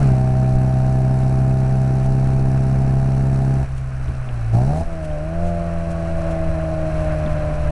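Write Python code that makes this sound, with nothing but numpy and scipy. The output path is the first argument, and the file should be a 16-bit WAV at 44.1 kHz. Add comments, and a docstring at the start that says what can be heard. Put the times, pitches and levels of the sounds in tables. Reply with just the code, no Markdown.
"""Sports car downshift, on board

A small four-cylinder pulls at about 3900 rpm; the driver lifts, blips for a downshift and lets the
engine brake the car. Two firings per turn boom and ring the exhaust pipe; the block shakes once per turn.
Coarse asphalt makes the tyres roar and the panels drum. Wind buffets the microphone, grit ticks
against the body and bumps thud."""
import sys
import numpy as np
from scipy import signal
from scipy.fft import rfft, irfft
from scipy.io import wavfile
from scipy.ndimage import uniform_filter1d

SR = 44100
rng = np.random.default_rng(int(sys.argv[2]) if len(sys.argv) > 2 else 0)


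def put_to_file(sound):
    """Save the sound as 16-bit audio at rate SR, in the file named by the first command-line argument."""
    columns = np.atleast_2d(sound).T  # one column per channel
    safe = np.clip(columns, -1, 1)
    whole_steps = np.round(safe * 32767)
    wavfile.write(sys.argv[1], SR, whole_steps.astype(np.int16))


N = 340011
TIME_S = np.arange(N) / SR

# crank speed: t/s, f/Hz
CRANK_SPEED = [(0, 71.5), (.1, 64.6), (.2, 64.2), (3.55, 66.85), (3.75, 65.4), (4.2, 64.4), (4.44, 57.2),
               (4.53, 55.5), (4.6, 61), (4.8, 82.5), (4.86, 85), (5.03, 78.3), (5.17, 74.4), (5.33, 82.7),
               (5.45, 86.4), (5.6, 84.8), (6, 83.07), (7.4, 76), (7.71, 74.8)]
# pull and blip: press/s, lift/s, opening after lift/1, gas level/dB, extra hiss/dB
PEDAL_PRESSES = [(-.03, 3.666, 0.18, -33.5, 4), (4.515, 4.85, 0.01, -31, 5.5)]
# surge on taking up throttle: t/s, length/s, gain/dB
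ENGINE_SURGES = [(0.057, 0.12, 4), (4.542, 0.034, 2)]
# exhaust on the overrun: t/s, boom level/dB, rasp level/dB
OVERRUN_LEVELS = [(3.7, -25.5, -52), (4.3, -26.5, -44), (4.51, -20.5, -51), (4.86, -32.5, -35),
                  (5.15, -29.5, -28.5), (5.3, -28, -31.5), (5.45, -25, -26), (5.8, -27, -30),
                  (6.3, -26.5, -27), (7.15, -25.5, -25), (7.71, -26, -28.5)]
# low orders: crank multiple/1, open-throttle level/dB re boom, closed-throttle level/dB re rasp
ENGINE_ORDERS = [(.5, -39, -13.5), (1.5, -19.5, -24.5), (2.5, -33, -33), (3, -12, -29), (3.5, -25, -35.5),
                 (4, -19, -10.5), (4.5, -46, -34.5), (5, -24, -42), (5.5, -39, -39.5), (6, -22, -19),
                 (7, -35, -11), (9, -52, -13)]
# cabin resonances: f/Hz, width/Hz, gain/dB
CABIN_MODES = [(322.3, 13, 5), (590, 20, 4)]
# cylinders in firing order: level/dB, delay/turns
CYLINDER_PULSES = [(-1.5, 0.0018), (-6, 0.0067), (-1, 0.0017), (-5.5, 0.0049)]
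# pipe resonances, open and closed throttle: f/Hz, width/Hz, gain/dB
PIPE_MODES_OPEN = [(624.5, 65, 4), (746, 111, 5.5)]
PIPE_MODES_CLOSED = [(608.4, 82, 20.5), (717, 160, -10.5)]
# noise spectra: f/Hz, relative level/dB
GAS_SPECTRUM = [(90, -11.5), (140, 11), (250, 6), (400, 1.5), (520, -0.5), (720, 0), (900, -2.5),
                (1100, -25.5), (2000, -43)]
TYRE_ROAR_SPECTRUM = [(530, -42), (900, -6.5), (1060, -1.5), (1160, -2.5), (1510, -1.5), (1830, -7.5),
                      (1980, -10), (2570, -10), (3120, -19.5), (4200, -32), (5460, -51), (9240, -120)]
TYRE_LOW_SPECTRUM = [(100, -8.5), (180, -0.5), (260, -4.5), (400, -6.5), (600, -6.5), (800, -3.5),
                     (950, -28), (1300, -36.5)]
HISS_SPECTRUM = [(1880, -26), (3200, -17), (3670, -1.5), (3960, 3), (4440, 2.5), (4890, 0), (5790, 3.5),
                 (6640, -2), (7200, -2.5), (8030, 1), (9010, -3.5), (9880, 0.5), (10400, -3.5),
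                 (11800, -18), (15300, -45.5), (22000, -120)]
WIND_SPECTRUM = [(7, -12), (18, -2), (32, -12.5), (45, -15), (70, -18), (125, -28.5), (200, -33),
                 (400, -43)]
# asphalt coarseness as tyre roar: t/s, level/dB re smooth road
ROAD_COARSENESS = [(0, 6), (.2, -0.5), (3.6, 0), (3.85, -3.5), (4.1, -.5), (5.25, 0), (5.9, 1.9),
                   (6.3, 3.5), (6.8, 2.5), (7.05, 5.5), (7.71, 4.5)]
# body panel resonances: f/Hz, width/Hz, relative level/dB
PANEL_MODES = [(59.1, 10, 2), (101, 12, -2.5)]
# gusts and one lull: t/s, level/dB re steady wind
WIND_GUSTS = [(.56, 7), (4.87, 6), (5.44, 6.5), (6.49, 7), (7.0, -2), (7.3, 2)]
# spurts of bright hiss: t/s, length/s, level/dB
HISS_SPURTS = [(1.22, .03, -53), (2.05, 0.031, -52), (3.78, 0.022, -51.5), (4.548, 0.0084, -48),
               (4.777, 0.055, -49.5), (5.052, 0.014, -47), (5.475, 0.057, -51), (5.914, 0.017, -47),
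               (6.316, 0.018, -47), (7.02, .09, -53)]
# grit hitting the body: t/s, strike level/dB, f/Hz
GRIT_HITS = [(3.763, -48, 4200), (4.081, -40, 3000), (4.145, -39, 3530), (4.289, -31, 2780),
             (5.113, -37, 3320), (7.262, -31, 3200), (7.274, -46, 3900)]
# road bumps: t/s, length/s, level/dB, f/Hz
ROAD_BUMPS = [(3.817, 0.018, -22, 50), (4.092, 0.044, -23, 70.4), (4.107, 0.051, -35, 204),
              (7.265, 0.024, -27.5, 200)]


def from_db(db):
    """Decibels to gain."""
    return 10 ** (np.asarray(db) / 20)


def unit_rms(x):
    """Scale to unit power."""
    return x / np.sqrt(np.mean(x ** 2) + 1e-20)


def curves(rows):
    """Columns of a timed table at every sample."""
    times_s, *columns = np.transpose(rows)
    return [np.interp(TIME_S, times_s, column) for column in columns]


def drift(rate_hz):
    """Slow random wander, unit RMS."""
    r = np.exp(-80 * np.pi * rate_hz / SR)
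    slow = signal.lfilter([1], [1, -2 * r, r * r], rng.standard_normal(N // 40 + 2002))[2000:]
    return np.interp(np.arange(N) / 40, np.arange(len(slow)), unit_rms(slow))


def noise(spectrum):
    """Steady coloured noise, unit RMS."""
    hz, db = np.transpose(spectrum)
    bins_hz = np.maximum(np.fft.rfftfreq(N, 1 / SR), 1)
    gain = from_db(np.interp(np.log(bins_hz), np.log(hz), db))
    skirts = np.minimum(bins_hz / hz[0], 1) ** 2 * np.minimum(hz[-1] / bins_hz, 1) ** 2
    return unit_rms(irfft(rfft(rng.standard_normal(N)) * gain * skirts, N))


def resonate(x, hz, width_hz):
    """One resonance, unit peak gain."""
    r = np.exp(-np.pi * width_hz / SR)
    poles = [1, -2 * r * np.cos(2 * np.pi * hz / SR), r * r]
    return signal.lfilter(np.array([1, 0, -1]) * (1 - r * r) / 2, poles, x + 1e-18)


def resonate_twice(x, hz, width_hz, widen=2):
    """Two resonances in series, the second wider."""
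    return resonate(resonate(x, hz, width_hz), hz, widen * width_hz)


def swell(at_s, length_s):
    """Gaussian envelope, peak 1."""
    return np.exp(-2 * ((TIME_S - at_s) / length_s) ** 2)


def pedal(travel_s=0.03, full_opening=0.94):
    """The latest press sets pedal travel, throttle, time past the lift, gas level and extra hiss."""
    presses = np.array(PEDAL_PRESSES)
    latest = np.maximum(np.searchsorted(presses[:, 0], TIME_S) - 1, 0)
    press_s, lift_s, rest, gas_db, hiss_db = presses[latest].T
    down = np.clip(np.minimum(TIME_S - press_s, lift_s - TIME_S) / travel_s, 0, 1)
    throttle = np.clip(rest + (full_opening - rest) * down, 0, 1)
    return down, throttle, TIME_S - lift_s, gas_db, down * hiss_db


def engine_levels(crank_hz, down, past_lift_s, surge_db, cruise_hz=64.1):
    """Shake, boom and rasp in dB; the pedal blends load and overrun."""
    octaves = np.log2(crank_hz / cruise_hz)
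    easing_db = 12 * np.exp(-np.abs(past_lift_s) / 0.042)  # near a lift: boom collapses, block rocks
    shake_db = -29.5 + surge_db + easing_db
    boom_db = -16 - 17 * octaves + surge_db - easing_db
    rasp_db = -28 - 8 * np.exp(-((crank_hz - 67.46) / 2.76) ** 2)  # harmonics miss the pipe modes
    lull_db = -8.5 * np.exp(-np.abs(past_lift_s) / 0.014)
    coast_boom_db, coast_rasp_db = np.array(curves(OVERRUN_LEVELS)) + lull_db
    coast_shake_db = coast_boom_db - 7.5 + 8.5 * octaves
    load_db = np.array([shake_db, boom_db, rasp_db])
    coast_db = np.array([coast_shake_db, coast_boom_db, coast_rasp_db])
    return down * load_db + (1 - down) * coast_db


def cabin_gain(hz):
    """A tone swells as it glides through the cabin's resonances."""
    peaks_db = sum(db * np.exp(-((hz - mode_hz) / width_hz) ** 2)
                   for mode_hz, width_hz, db in CABIN_MODES)
    return from_db(peaks_db - 2.5)


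def exhaust_boom(turns, throttle, boom_db, rasp_db, waver=0.06, stray=0.086):
    """Firing tone, twice per turn, and other low orders; all waver with combustion scatter."""
    out = -from_db(boom_db - 0.08) * (1 + waver * drift(29)) * np.sin(4 * np.pi * turns)
    pulling, coasting = throttle * from_db(boom_db), (1 - throttle) * from_db(rasp_db)
    crank_hz = np.gradient(turns) * SR
    for order, open_db, closed_db in ENGINE_ORDERS:
        gain = pulling * from_db(open_db) + coasting * from_db(closed_db) * cabin_gain(order * crank_hz)
        phase_rad = 2 * np.pi * order * turns + stray * drift(8.9)
        out -= gain * (1 + stray * drift(13)) * np.sin(phase_rad)
    return np.sqrt(2) * out


def pipe_ring(turns, modes, scatter, jitter_s_per_scatter):
    """Two uneven blow-down pulses per turn ring the pipe; power is held level."""
    firing = np.arange(int(2 * turns[-1]))
    pulse_db, delay_turns = np.array(CYLINDER_PULSES)[firing % len(CYLINDER_PULSES)].T
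    fire_s = np.interp(firing / 2 + delay_turns, turns, TIME_S)
    time_error, size_error = rng.standard_normal((len(firing), 2)).T * np.interp(fire_s, TIME_S, scatter)
    at = np.clip((fire_s + jitter_s_per_scatter * time_error) * SR, 0, N - 1).astype(int)
    pulses = np.zeros(N)
    pulses[at] = from_db(pulse_db) * (1 + size_error)
    ring = sum((-1) ** k * from_db(db) * resonate_twice(pulses, hz, width_hz)
               for k, (hz, width_hz, db) in enumerate(modes))
    return ring / np.sqrt(np.abs(uniform_filter1d(ring ** 2, size=4000)) + 1e-16)


def exhaust_rasp(turns, throttle, braking, rasp_db, lag_turns=0.088):
    """Throttle blends two pipe rings; the closed one grows ragged as engine braking builds."""
    pulling = pipe_ring(turns - lag_turns, PIPE_MODES_OPEN, np.full(N, 0.2), 0.0003)
    coasting = pipe_ring(turns - lag_turns, PIPE_MODES_CLOSED, 0.023 + 0.04 * braking ** 2, 0.0019)
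    return from_db(rasp_db - 1.68) * (np.sqrt(throttle) * pulling + np.sqrt(1 - throttle) * coasting)


def puffs(turns, lag_turns, sharpness, weak_gain):
    """Gas envelope: one strong and one weak puff per turn; alternate turns differ."""
    swing = np.cos(2 * np.pi * (turns - lag_turns))
    strong = np.exp(sharpness * (swing - 1))
    weak = weak_gain * np.exp(-sharpness * (swing + 1))
    return unit_rms((1 + 0.16 * np.cos(np.pi * turns)) * (strong + weak))


def exhaust_gas(turns, throttle, gas_db):
    """Turbulent gas leaves in puffs on open throttle."""
    envelope = puffs(turns, lag_turns=0.056, sharpness=0.85, weak_gain=0.5)
    return throttle * from_db(gas_db - 1) * envelope * noise(GAS_SPECTRUM)


def driveline(turns, throttle, braking, shake_db, lead_turns=0.32):
    """Block shake; valve buzz and ring under load; gear whine and a thin whistle on the overrun."""
    shake_gain = np.sqrt(2) * from_db(shake_db + 3) * (1 + 0.065 * drift(33))
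    shake = -shake_gain * np.sin(2 * np.pi * (turns + lead_turns))
    gear_gain = from_db(-46.5) * (1 + 0.21 * drift(9.7))
    gears = gear_gain * np.sin(2 * np.pi * 13.42 * turns + 0.71 * drift(7.6))
    whistle = from_db(-64) * unit_rms(resonate(rng.standard_normal(N), hz=4070, width_hz=70))
    buzz = sum(from_db(-0.6 * k) * np.sin(4 * np.pi * k * turns + 0.5 * drift(6.3)) for k in range(7, 14))
    ring = from_db(-57.5) * unit_rms(resonate(rng.standard_normal(N), hz=1729, width_hz=24))
    return shake + braking * (gears + whistle) + throttle * (from_db(-55.5) * buzz + ring)


def tyres_and_hiss(turns, throttle, road_db, load_hiss_db):
    """Roar and hiss follow the asphalt; with throttle they pulse more with the engine."""
    roar_share, hiss_share = 0.28 * throttle, 0.27 + 0.26 * throttle
    roar_puffs = puffs(turns, lag_turns=0.044, sharpness=1.9, weak_gain=0.24)
    hiss_puffs = puffs(turns, lag_turns=0.15, sharpness=3.1, weak_gain=0.36)
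    throb = np.sqrt(1 - roar_share + roar_share * roar_puffs ** 2)
    spit = np.sqrt(1 - hiss_share + hiss_share * hiss_puffs ** 2 * from_db(1.1 * drift(40)))
    roar = throb * noise(TYRE_ROAR_SPECTRUM) * from_db(0.6 * drift(27))
    rumble = from_db(0.7) * noise(TYRE_LOW_SPECTRUM)
    hiss_db = -56.5 + 0.52 * road_db + load_hiss_db + 0.92 * drift(40)
    return from_db(-43.5 + road_db) * (roar + rumble) + from_db(hiss_db) * spit * noise(HISS_SPECTRUM)


def panel_drum(road_db):
    """The road shakes the panels, far harder on coarse asphalt."""
    white = rng.standard_normal(N)
    modes = sum(from_db(db) * unit_rms(resonate_twice(white, hz, width_hz, widen=3))
                for hz, width_hz, db in PANEL_MODES)
    return from_db(-42 + 3.2 * road_db) * unit_rms(modes)


def wind(road_db, gust_s=0.046):
    """Low buffeting on the microphone, with brief gusts."""
    gust_db = sum(db * swell(at_s, gust_s) for at_s, db in WIND_GUSTS)
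    return from_db(-26.5 + 0.5 * road_db + gust_db) * noise(WIND_SPECTRUM)


def hiss_spurts():
    """Short spurts of bright hiss, two of them on the throttle blip."""
    hiss = noise([(2500, 2), (4000, -6), (9500, -5.5), (12000, -19)])
    return hiss * sum(from_db(db) * swell(at_s, length_s) for at_s, length_s, db in HISS_SPURTS)


def grit_ticks(white, decay_s=0.0028):
    """Each grain rings the body with a short noise burst."""
    out = np.zeros(N)
    for at_s, db, hz in GRIT_HITS:
        age_s = TIME_S - at_s
        burst = white * (age_s > 0) * np.exp(-np.minimum(np.abs(age_s) / decay_s, 20))
        out += from_db(db + 9) * resonate_twice(burst, hz, width_hz=600)
    return out


def bump_thuds(white):
    """Each bump is a dull swell of low noise."""
    return sum(from_db(db) * swell(at_s, length_s) * unit_rms(resonate_twice(white, hz, hz / 2))
               for at_s, length_s, db, hz in ROAD_BUMPS)


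def scene(braking_rise_s=1.4):
    """Crank speed and pedal drive the engine; asphalt drives the road noise. Mono."""
    crank_hz, = curves(CRANK_SPEED)
    road_db, = curves(ROAD_COARSENESS)
    turns = np.cumsum(crank_hz) / SR
    down, throttle, past_lift_s, gas_db, load_hiss_db = pedal()
    braking = np.clip(past_lift_s / braking_rise_s, 0, 1)
    surge_db = sum(db * swell(at_s, length_s) for at_s, length_s, db in ENGINE_SURGES)
    shake_db, boom_db, rasp_db = engine_levels(crank_hz, down, past_lift_s, surge_db)
    rasp_db += 0.31 * np.maximum(road_db, 0) * drift(13.5)  # wavers on coarse asphalt
    engine = exhaust_rasp(turns, throttle, braking, rasp_db)
    engine += exhaust_gas(turns, throttle, gas_db + surge_db)
    engine += exhaust_boom(turns, throttle, boom_db, rasp_db)
    engine += driveline(turns, throttle, braking, shake_db)
    road = tyres_and_hiss(turns, throttle, road_db, load_hiss_db + 0.36 * surge_db) + panel_drum(road_db)
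    white = rng.standard_normal(N)
    transients = hiss_spurts() + grit_ticks(white) + bump_thuds(white)
    return (engine + road + transients + wind(road_db))[None]


def record(dry, cutoff_hz=11900, fade_s=0.004):
    """Short fades at both ends, then a low-pass."""
    fade = np.clip(np.minimum(TIME_S, TIME_S[-1] - TIME_S) / fade_s, 0, 1)
    return signal.fftconvolve(dry * fade, signal.firwin(255, cutoff_hz, fs=SR)[None], mode="same")


dry = scene()
out = record(dry)
put_to_file(out)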